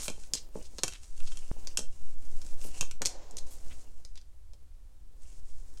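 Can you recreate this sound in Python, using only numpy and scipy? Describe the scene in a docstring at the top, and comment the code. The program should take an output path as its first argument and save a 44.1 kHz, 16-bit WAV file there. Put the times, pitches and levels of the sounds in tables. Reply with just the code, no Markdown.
"""A grainy hiss of sliding cards, sharp snaps, ticks, dull rustles and soft bumps, with one low thump.
Two tarot cards are drawn from a deck, turned over and laid on a satin-covered table in a small room.
Snaps and ticks are sharp pushes that ring the card; slides, strokes and rustles are coloured noise.
Bumps ring the table, a hollow rub fades away, and a short noise tail makes the room.
The thump and slow swells of air from the arm reach the close microphone without the room's tail."""
import sys
import numpy as np
from scipy import signal
from scipy.fft import rfft, irfft
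from scipy.io import wavfile

SR = 44100
rng = np.random.default_rng(int(sys.argv[2]) if len(sys.argv) > 2 else 0)


def materialize(psi):
    """Save the field psi as 16-bit PCM at rate SR to the path in sys.argv[1].

    A 1-D psi becomes a single channel; in a 2-D psi each row is a channel.
    """
    bounded = np.clip(np.atleast_2d(psi).T, -1, 1)
    quanta = np.round(bounded * 32767).astype(np.int16)
    wavfile.write(sys.argv[1], SR, quanta)


N = 255780
TIME = np.arange(N) / SR   # seconds

# Levels below are relative; scene() also shifts those of slides, strokes, rustles, bumps,
# snaps, ticks and air, but not those of the thump or rub.

# Air stirred by the arm. Each row: time in seconds, level in dB.
DRAUGHT_LEVELS = [(0, -38), (1.05, -42.5), (1.25, -23.5), (1.7, -31.5), (2.3, -25), (2.7, -29.5),
                  (3.2, -36), (4.0, -32.5), (4.6, -51.5), (5.2, -47.5), (5.8, -26.5)]
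# Slow air swells. Each row: frequency in Hz, relative level in dB.
DRAUGHT_COLOUR = [(.5, -19.0), (3, -3), (7, -9.5), (15, -25.5), (30, -46), (100, -59.5), (400, -96.0),
                  (2000, -140)]
# The room's steady rumble and hiss. Each row: frequency in Hz, relative level in dB.
ROOM_TONE_COLOUR = [(10, -1), (22, 0.5), (38, -6), (48, -9), (66, -10.5), (115, -31.5), (200, -41.5),
                    (500, -50.5), (900, -50), (2500, -55), (9000, -53.5), (16000, -66)]
ROOM_TONE_DB = -48   # before the setting in scene()

# A card slides over another. Each row: start in seconds, length in seconds,
# hiss of the faces in dB, scrape of the edge in dB.
CARD_SLIDES = [(0, 0.05, -45, -63), (0.112, 0.15, -59.5, -75), (0.565, 0.084, -58.5, -67),
               (0.73, 0.25, -61, -79), (1.025, 0.067, -58, -76), (1.171, 0.21, -55, -69),
               (1.418, 0.31, -62, -69), (1.926, 0.21, -64.5, -74.5), (2.222, 0.3, -59, -72),
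               (2.612, 0.07, -51, -59), (2.744, 0.053, -49.5, -57.5), (3.478, 0.1, -57, -80),
               (3.625, 0.19, -59.5, -72), (3.852, 0.26, -71, -87), (5.223, 0.17, -63, -77),
               (5.486, 0.57, -65, -87)]
# Bright hiss of the faces. Each row: frequency in Hz, relative level in dB.
HISS_COLOUR = [(1760, -9), (3000, -10.5), (4000, -6.5), (6090, 0), (6810, 0), (8170, 0), (9660, -4.5),
               (12500, -19), (14300, -30), (16000, -45.5)]
# Duller scrape of the edge. Each row: frequency in Hz, relative level in dB.
SCRAPE_COLOUR = [(700, 9.5), (1300, 1), (2000, -1.5), (2900, 12.5), (3800, -21), (5500, -16)]
SLIDE_ATTACK_S, SLIDE_RELEASE_S = 0.024, 0.029
SURGE_DB, SURGES_PER_S = 1.53, 28   # a sliding card sticks and surges

# Rustle of the satin under the hand. Each row: time in seconds, level in dB.
RUSTLE_LEVELS = [(0.0, -86), (0.32, -64), (0.77, -67.5), (0.96, -72), (1.23, -75), (1.6, -61.5),
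                 (1.86, -69.5), (2.53, -61), (3.03, -71.5), (3.19, -68.5), (3.39, -69.5), (3.7, -61.5),
                 (4.16, -79), (4.93, -75), (5.56, -70), (5.75, -66)]
# Dull sound of the cloth. Each row: frequency in Hz, relative level in dB.
CLOTH_COLOUR = [(90, -2), (160, 0), (300, 0), (550, -4), (900, -10.5), (1400, -17.5), (2500, -23)]

# Short firm strokes. Each row: loudest moment in seconds, length in seconds, level in dB, centre in Hz.
FIRM_STROKES = [(0.051, 0.034, -39.5, 9000), (0.37, 0.019, -44, 5200), (0.659, 0.02, -48.5, 6500),
                (0.937, 0.033, -48, 3270), (1.276, .025, -51, 5500), (2.422, 0.014, -55, 6500),
                (2.659, 0.045, -48.5, 10600), (3.386, 0.01, -41, 6500), (3.533, 0.043, -54, 11100),
                (3.719, 0.022, -59, 2800), (4.178, 0.017, -56.5, 4100), (5.5, 0.016, -67, 3230)]

# An edge touches a nail, the deck or another card.
# Each row: time in seconds, crack in dB, flex in dB, crack pitch in Hz.
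EDGE_TICKS = [(0.0544, -37, -54, 8800), (0.2365, -49, -51, 5850), (0.6267, -49, -63, 6260),
              (0.8805, -30, -33, 6000), (0.9238, -45, -47, 5300), (0.9356, -43, -44.5, 5800),
              (1.2043, -52, -45.5, 8300), (1.3198, -48, -41, 5200), (1.3722, -39.5, -42.5, 6000),
              (1.6724, -32.5, -41.5, 5200), (2.4168, -44.5, -48, 5650), (2.4649, -46.5, -55, 7400),
              (2.912, -37, -38.5, 6500), (3.0524, -30, -33, 5800), (3.3106, -45, -66, 6900),
              (3.3695, -34, -61, 6500), (4.05, -42.5, -58, 5400), (4.1564, -48.5, -53, 4630),
              (4.176, -47, -59, 4300), (4.2143, -55, -64, 5200), (4.5349, -53.5, -59, 4964),
              (5.7741, -50.5, -53, 5500)]
TICK_BEND_HZ, TICK_FLAP_DB = 2600, -15   # flap is relative to the crack
# Tiny ticks while sliding: crack relative to the hiss, flex relative to the crack.
CATCHES_PER_S, CATCH_DB, CATCH_SPREAD_DB, CATCH_FLEX_DB, CATCH_HZ = 20, 0.5, 3.5, -4.5, 6500

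# A bent card is flicked free. Each row: time in seconds, crack in dB, flex in dB, flap of the whole card
# in dB, crack pitch in Hz, bend pitch in Hz, time to settle in seconds, rebound relative to the crack in dB.
CARD_SNAPS = [(0.0811, -29, -27, -32, 6640, 2450, 0.019, -7),
              (0.3361, -19.5, -63, -41, 5890, 3200, 0.016, -9.5),
              (0.7844, -36, -55.5, -40.5, 4440, 3000, 0.0055, -1),
              (0.8344, -18, -24, -30, 6400, 2750, 0.0052, -15.5),
              (1.7731, -19.5, -24.5, -41, 6300, 2920, 0.018, -8.5),
              (2.81, -21, -25.5, -35, 6500, 2600, 0.017, -22.5),
              (3.019, -26.5, -29.5, -35, 6300, 1450, 0.0076, -18.5),
              (3.0577, -18.5, -42, -39.5, 5890, 2850, 0.012, -6.5)]
# A lighter first rebound comes part of the way through the settling.
FIRST_REBOUND_SHARE, FIRST_REBOUND_DB = .45, -6.5
REBOUND_FLEX_DB, REBOUND_FLAP_DB = -12.5, -4   # a rebound hardly bends the card but still flaps it
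# Ringing of a card's edge. Each row: frequency in Hz, width in Hz, relative level in dB.
EDGE_RINGS = [(4100, 440, -11.5), (5930, 110, -9), (6114, 130, -9), (6740, 110, 3.5), (8040, 280, -5.5),
              (9760, 135, -11)]
# Ringing of a card's bends. Each row: frequency in Hz, width in Hz, relative level in dB.
BEND_RINGS = [(1450, 298, 4), (2457, 1650, 0), (3145, 112, 9.5), (4020, 1100, -13)]
# Ringing of a card's whole face. Each row: frequency in Hz, width in Hz, relative level in dB.
FACE_RINGS = [(129, 108, 1.5), (268, 170, -0.5), (443.6, 196, -0.5), (654, 210, -4), (1113, 560, -9)]

# Soft bumps on the padded table. Each row: time in seconds, peak in dB.
TABLE_BUMPS = [(0.178, -48), (0.556, -31), (0.735, -53), (1.565, -47), (1.789, -35.5), (2.649, -39.5),
               (3.01, -38.5), (3.337, -46.5), (4.533, -59)]
# Ringing of the table. Each row: frequency in Hz, width in Hz, typical relative level in dB.
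TABLE_RINGS = [(200, 60.6, 1.5), (319, 40, -1), (423, 84, 0.5), (630, 78, -3), (850, 36, 0)]
BUMP_CONTACTS, BUMP_SETTLE_S, BUMP_LOSS_DB = 5, .016, 6.5   # a bump and four ever softer contacts

# Thump on the microphone. The one row: time in seconds, level in dB, recovery in seconds.
MIC_THUMP = (1.5148, -22.5, 0.022)

# A hollow rub that dies away as the second card comes off the deck.
RUB_START_S, RUB_DB, RUB_ATTACK_S, RUB_FADE_DB_PER_S = 3.04, -49, .02, 34.5
# Its sound. Each row: frequency in Hz, relative level in dB.
RUB_COLOUR = [(150, -14), (350, -6), (550, 0), (900, -5), (1250, -15), (1900, -18), (3000, -21),
              (7000, -16.5), (12000, -52.5)]

# How long the room rings. Each row: frequency in Hz, time to fall by 60 dB in seconds.
ROOM_DECAY = [(200, 0.19), (1000, 0.26), (3000, 0.25), (7000, 0.21), (14000, 0.21)]
CUTOFF_HZ = 16000


def from_db(db):
    """Turn decibels into gain."""
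    return 10 ** (np.asarray(db) / 20)


def rms_one(x):
    """Scale to rms (average strength) 1."""
    return x / np.sqrt(np.mean(x ** 2) + 1e-20)


def unit_burst(x):
    """Scale to the energy of one millisecond at rms 1."""
    return x * np.sqrt(SR / 1000 / np.sum(x ** 2))


def at_hz(points, hz):
    """Read a table between its rows, with frequency on a log scale."""
    points = np.array(points)
    return np.interp(np.log(hz + 1e-9), np.log(points[:, 0]), points[:, 1])


def gain_curve(table, axis=1):
    """Join the rows of one dB column into a gain over time."""
    table = np.array(table)
    return from_db(np.interp(TIME, table[:, 0], table[:, axis]))


def drift(rate):
    """Wander at random with spread 1, through this many points per second."""
    knots = rng.standard_normal(int(N / SR * rate) + 2)
    return rms_one(np.interp(TIME * rate, np.arange(len(knots)), knots))


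def colour(x, spectrum):
    """Shape a steady sound's balance of low and high, then scale to rms 1."""
    hz = np.arange(N // 2 + 1) * SR / N
    return rms_one(irfft(rfft(x) * from_db(at_hz(spectrum, hz)), N))


def butter(x, hz, kind, order=2):
    """Filter with a Butterworth filter that only looks back in time."""
    sos = signal.butter(order, np.clip(hz, 10, .45 * SR), kind, fs=SR, output="sos")
    return signal.sosfilt(sos, x)


def resonate(x, modes):
    """Ring several resonances side by side, with alternating signs."""
    out = 0
    for k, (hz, width, db) in enumerate(modes):
        r = np.exp(-np.pi * width / SR)   # a wider resonance dies sooner
        poles = [1, -2 * r * np.cos(2 * np.pi * hz / SR), r * r]
        ring = (1 - r * r) / 2 * signal.lfilter([1, 0, -1], poles, x)
        out = out + (-1) ** k * from_db(db) * ring
    return out


def add(out, s, sound):
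    """Mix a short sound in at a time."""
    start = int(s * SR)
    out[start:start + len(sound)] += sound[:N - start]


def friction(per_s, grain_db, flutter_db):
    """Fibres catch and let go: dense tiny slips, a few larger ones, under uneven pressure."""
    catches = (rng.random(N) < per_s / SR) * rng.standard_normal(N)
    slips = rng.standard_normal(N) + from_db(grain_db) * rms_one(catches)
    return slips * from_db(flutter_db * drift(70))


def air(draught_db, tone_db):
    """Slow pressure swells from the moving arm over the room's steady rumble and hiss."""
    swell = colour(rng.standard_normal(N), DRAUGHT_COLOUR)
    tone = colour(rng.standard_normal(N), ROOM_TONE_COLOUR)
    draught = from_db(draught_db) * gain_curve(DRAUGHT_LEVELS) * swell
    return draught + from_db(ROOM_TONE_DB + tone_db) * tone


def slide_gain(axis):
    """Every slide swells, holds and dies away; its level comes from one dB column."""
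    total = 0
    for row in CARD_SLIDES:
        swell = np.minimum(TIME - row[0], 0) / SLIDE_ATTACK_S
        fade = np.maximum(TIME - row[0] - row[1], 0) / SLIDE_RELEASE_S
        total = total + from_db(row[axis]) * np.exp(swell - fade)
    return total


def slides(hiss_db, scrape_db):
    """Card on card, in small surges: a bright hiss from the faces and a duller, grainier edge scrape."""
    hiss = from_db(hiss_db) * slide_gain(axis=2) * colour(friction(260, -5.5, 1.3), HISS_COLOUR)
    scrape = from_db(scrape_db) * slide_gain(axis=3) * colour(friction(200, -1.8, 3.9), SCRAPE_COLOUR)
    return (hiss + scrape) * from_db(SURGE_DB * drift(SURGES_PER_S))


def brushes(level_db):
    """Satin rustles dully under the hand as its fibres catch and slip."""
    return from_db(level_db) * gain_curve(RUSTLE_LEVELS) * colour(friction(90, -7, 2.2), CLOTH_COLOUR)


def strokes(level_db, spread):
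    """A card pushed firmly for a moment swishes: friction in a band around a set pitch."""
    out, grain = np.zeros(N), friction(700, -2.056, 3.6)
    for s, length, db, hz in FIRM_STROKES:
        band = [hz / (1 + spread), hz * (1 + spread)]
        swish = butter(butter(grain, band, "band", order=1), hz * 0.99, "low")
        swish = rms_one(butter(swish, hz * 0.41, "high"))
        out += from_db(db + level_db) * np.exp(-2 * ((TIME - s) / length) ** 2) * swish
    return out


def contacts():
    """List snaps with two rebounds, ticks and chance catches: time, three levels and two pitches."""
    rows, ticks = [], list(EDGE_TICKS)
    for s, crack, flex, flap, hz, bend_hz, settle, rebound in CARD_SNAPS:
        rows.append((s, crack, flex, flap, hz, bend_hz))
        for share, db in ((FIRST_REBOUND_SHARE, FIRST_REBOUND_DB), (1, 0)):
            rows.append((s + share * settle, crack + rebound + db, flex + REBOUND_FLEX_DB + db,
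                         flap + REBOUND_FLAP_DB + db, hz, bend_hz))

    # catches fall at random times and are as loud or faint as the slide beneath them
    hiss_db = 20 * np.log10(slide_gain(axis=2) + 1e-6)
    count = 200   # more than enough to fill the scene
    times = np.cumsum(rng.exponential(1, count)) / CATCHES_PER_S
    for s, luck in zip(times, rng.standard_normal(count)):
        if s < TIME[-1]:
            db = hiss_db[int(s * SR)] + CATCH_DB + CATCH_SPREAD_DB * luck
            ticks.append((s, db, db + CATCH_FLEX_DB, CATCH_HZ))

    for s, crack, flex, hz in ticks:
        rows.append((s, crack, flex, crack + TICK_FLAP_DB, hz, TICK_BEND_HZ))
    return rows


def scattered(x, level_db, decay_s):
    """Quick reflections from hand, deck and table, in a new random pattern each time."""
    t = TIME[:1500]
    hits = (rng.random(len(t)) < .15) * (t > .0007)   # none in the first 0.7 ms
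    paths = rng.standard_normal(len(t)) * hits * np.exp(-t / decay_s)
    return x + from_db(level_db) * signal.fftconvolve(x, paths / np.linalg.norm(paths))[:len(x)]


def snaps(crack_db, flex_db, flap_db, ring_db, crack_width_hz, top_hz, chatter, chatter_s,
          bend_width_hz, bend_db):
    """At each contact a sharp push and brief chatter ring the card's edge, bends and whole face."""
    out, t = np.zeros(N), TIME[:3000]
    for s, crack, flex, flap, hz, bend_hz in contacts():
        release = (t == 0) + chatter * rng.standard_normal(len(t)) * np.exp(-t / chatter_s)
        edge = resonate(release, [(hz, crack_width_hz, 0)])
        edge = edge + from_db(ring_db) * resonate(edge, EDGE_RINGS)   # the stiff edge rings on for a few ms
        edge = butter(butter(edge, 2300, "high"), top_hz, "low", order=3)
        # the pitch of this extra bend depends on where the card is held
        grip = resonate(release, [(bend_hz, bend_width_hz, bend_db)])
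        bend = butter(resonate(release, BEND_RINGS) + grip, 4960, "low")
        face = butter(resonate(release, FACE_RINGS), 1675, "low")
        snap = from_db(crack + crack_db) * unit_burst(edge)
        snap = snap + from_db(flex + flex_db) * unit_burst(bend)
        snap = snap + from_db(flap + flap_db) * unit_burst(face)
        add(out, s, scattered(snap, level_db=-4.5, decay_s=0.00615))
    return out


def bumps(level_db, soft_hz):
    """The cloth softens each contact before it rings the table."""
    out = np.zeros(N)
    push = butter(1.0 * (TIME[:4096] == 0), soft_hz, "low")
    for s, db in TABLE_BUMPS:
        for k in range(BUMP_CONTACTS):
            # each contact rings the table's resonances in slightly different strengths
            extras = rng.normal(0, 2.0, len(TABLE_RINGS))
            modes = [(hz, width, mode_db + extra) for (hz, width, mode_db), extra in zip(TABLE_RINGS, extras)]
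            knock = resonate(push, modes)
            gain = from_db(db - k * BUMP_LOSS_DB + level_db)
            add(out, s + k * BUMP_SETTLE_S, gain * knock / np.abs(knock).max())
    return out


def thump(edge_hz):
    """A sudden step of pressure that leaks away, with its sharp front rounded off."""
    s, db, recovery = MIC_THUMP
    out = np.zeros(N)
    add(out, s, -from_db(db) * np.exp(-TIME[:8192] / recovery))
    # the tiny offset keeps the filter clear of extremely small numbers
    return butter(butter(out + 1e-18, edge_hz, "low", order=1), 4300, "low", order=4)


def rub():
    """A smooth hollow rub: friction that sets in quickly and fades steadily."""
    age = np.maximum(TIME - RUB_START_S, 0)
    gain = from_db(RUB_DB - RUB_FADE_DB_PER_S * age) * (1 - np.exp(-age / RUB_ATTACK_S))
    return gain * colour(friction(600, -13, 1.1), RUB_COLOUR)


def room(x, tail_db, build_s):
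    """A small furnished room: a short noise tail whose bands die at their own speeds."""
    t = TIME[:SR // 2]
    edges = np.geomspace(100, 18000, 9)
    tail = np.zeros(len(t))
    for low, high in zip(edges, edges[1:]):
        band = butter(rng.standard_normal(len(t)), [low, high], "band")
        tail += band * from_db(-60 * t / at_hz(ROOM_DECAY, np.sqrt(low * high)))
    tail *= 1 - np.exp(-t / build_s)
    return x + from_db(tail_db) * signal.fftconvolve(x, tail / np.linalg.norm(tail))[:N]


def scene():
    """Put the cards and table in the room, and the air and thump right at the microphone."""
    sliding = slides(hiss_db=-2.5, scrape_db=-0.5) + strokes(level_db=-1.5, spread=0.4) + rub()
    cloth = brushes(level_db=1.0) + bumps(level_db=1.0, soft_hz=880)
    near = thump(edge_hz=760) + air(draught_db=4.5, tone_db=1.4)
    cards = snaps(crack_db=1.5, flex_db=-0.5, flap_db=3.0, ring_db=-13.0, crack_width_hz=2660, top_hz=10580,
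                  chatter=0.1, chatter_s=0.002, bend_width_hz=554, bend_db=11.0)
    return (room(cards + sliding + cloth, tail_db=-11, build_s=0.00186) + near)[None]


def record(dry):
    """Cut the top steeply with an elliptic low-pass filter."""
    return signal.sosfilt(signal.ellip(10, .1, 80, CUTOFF_HZ, fs=SR, output="sos"), dry)


dry = scene()
out = record(dry)
materialize(out)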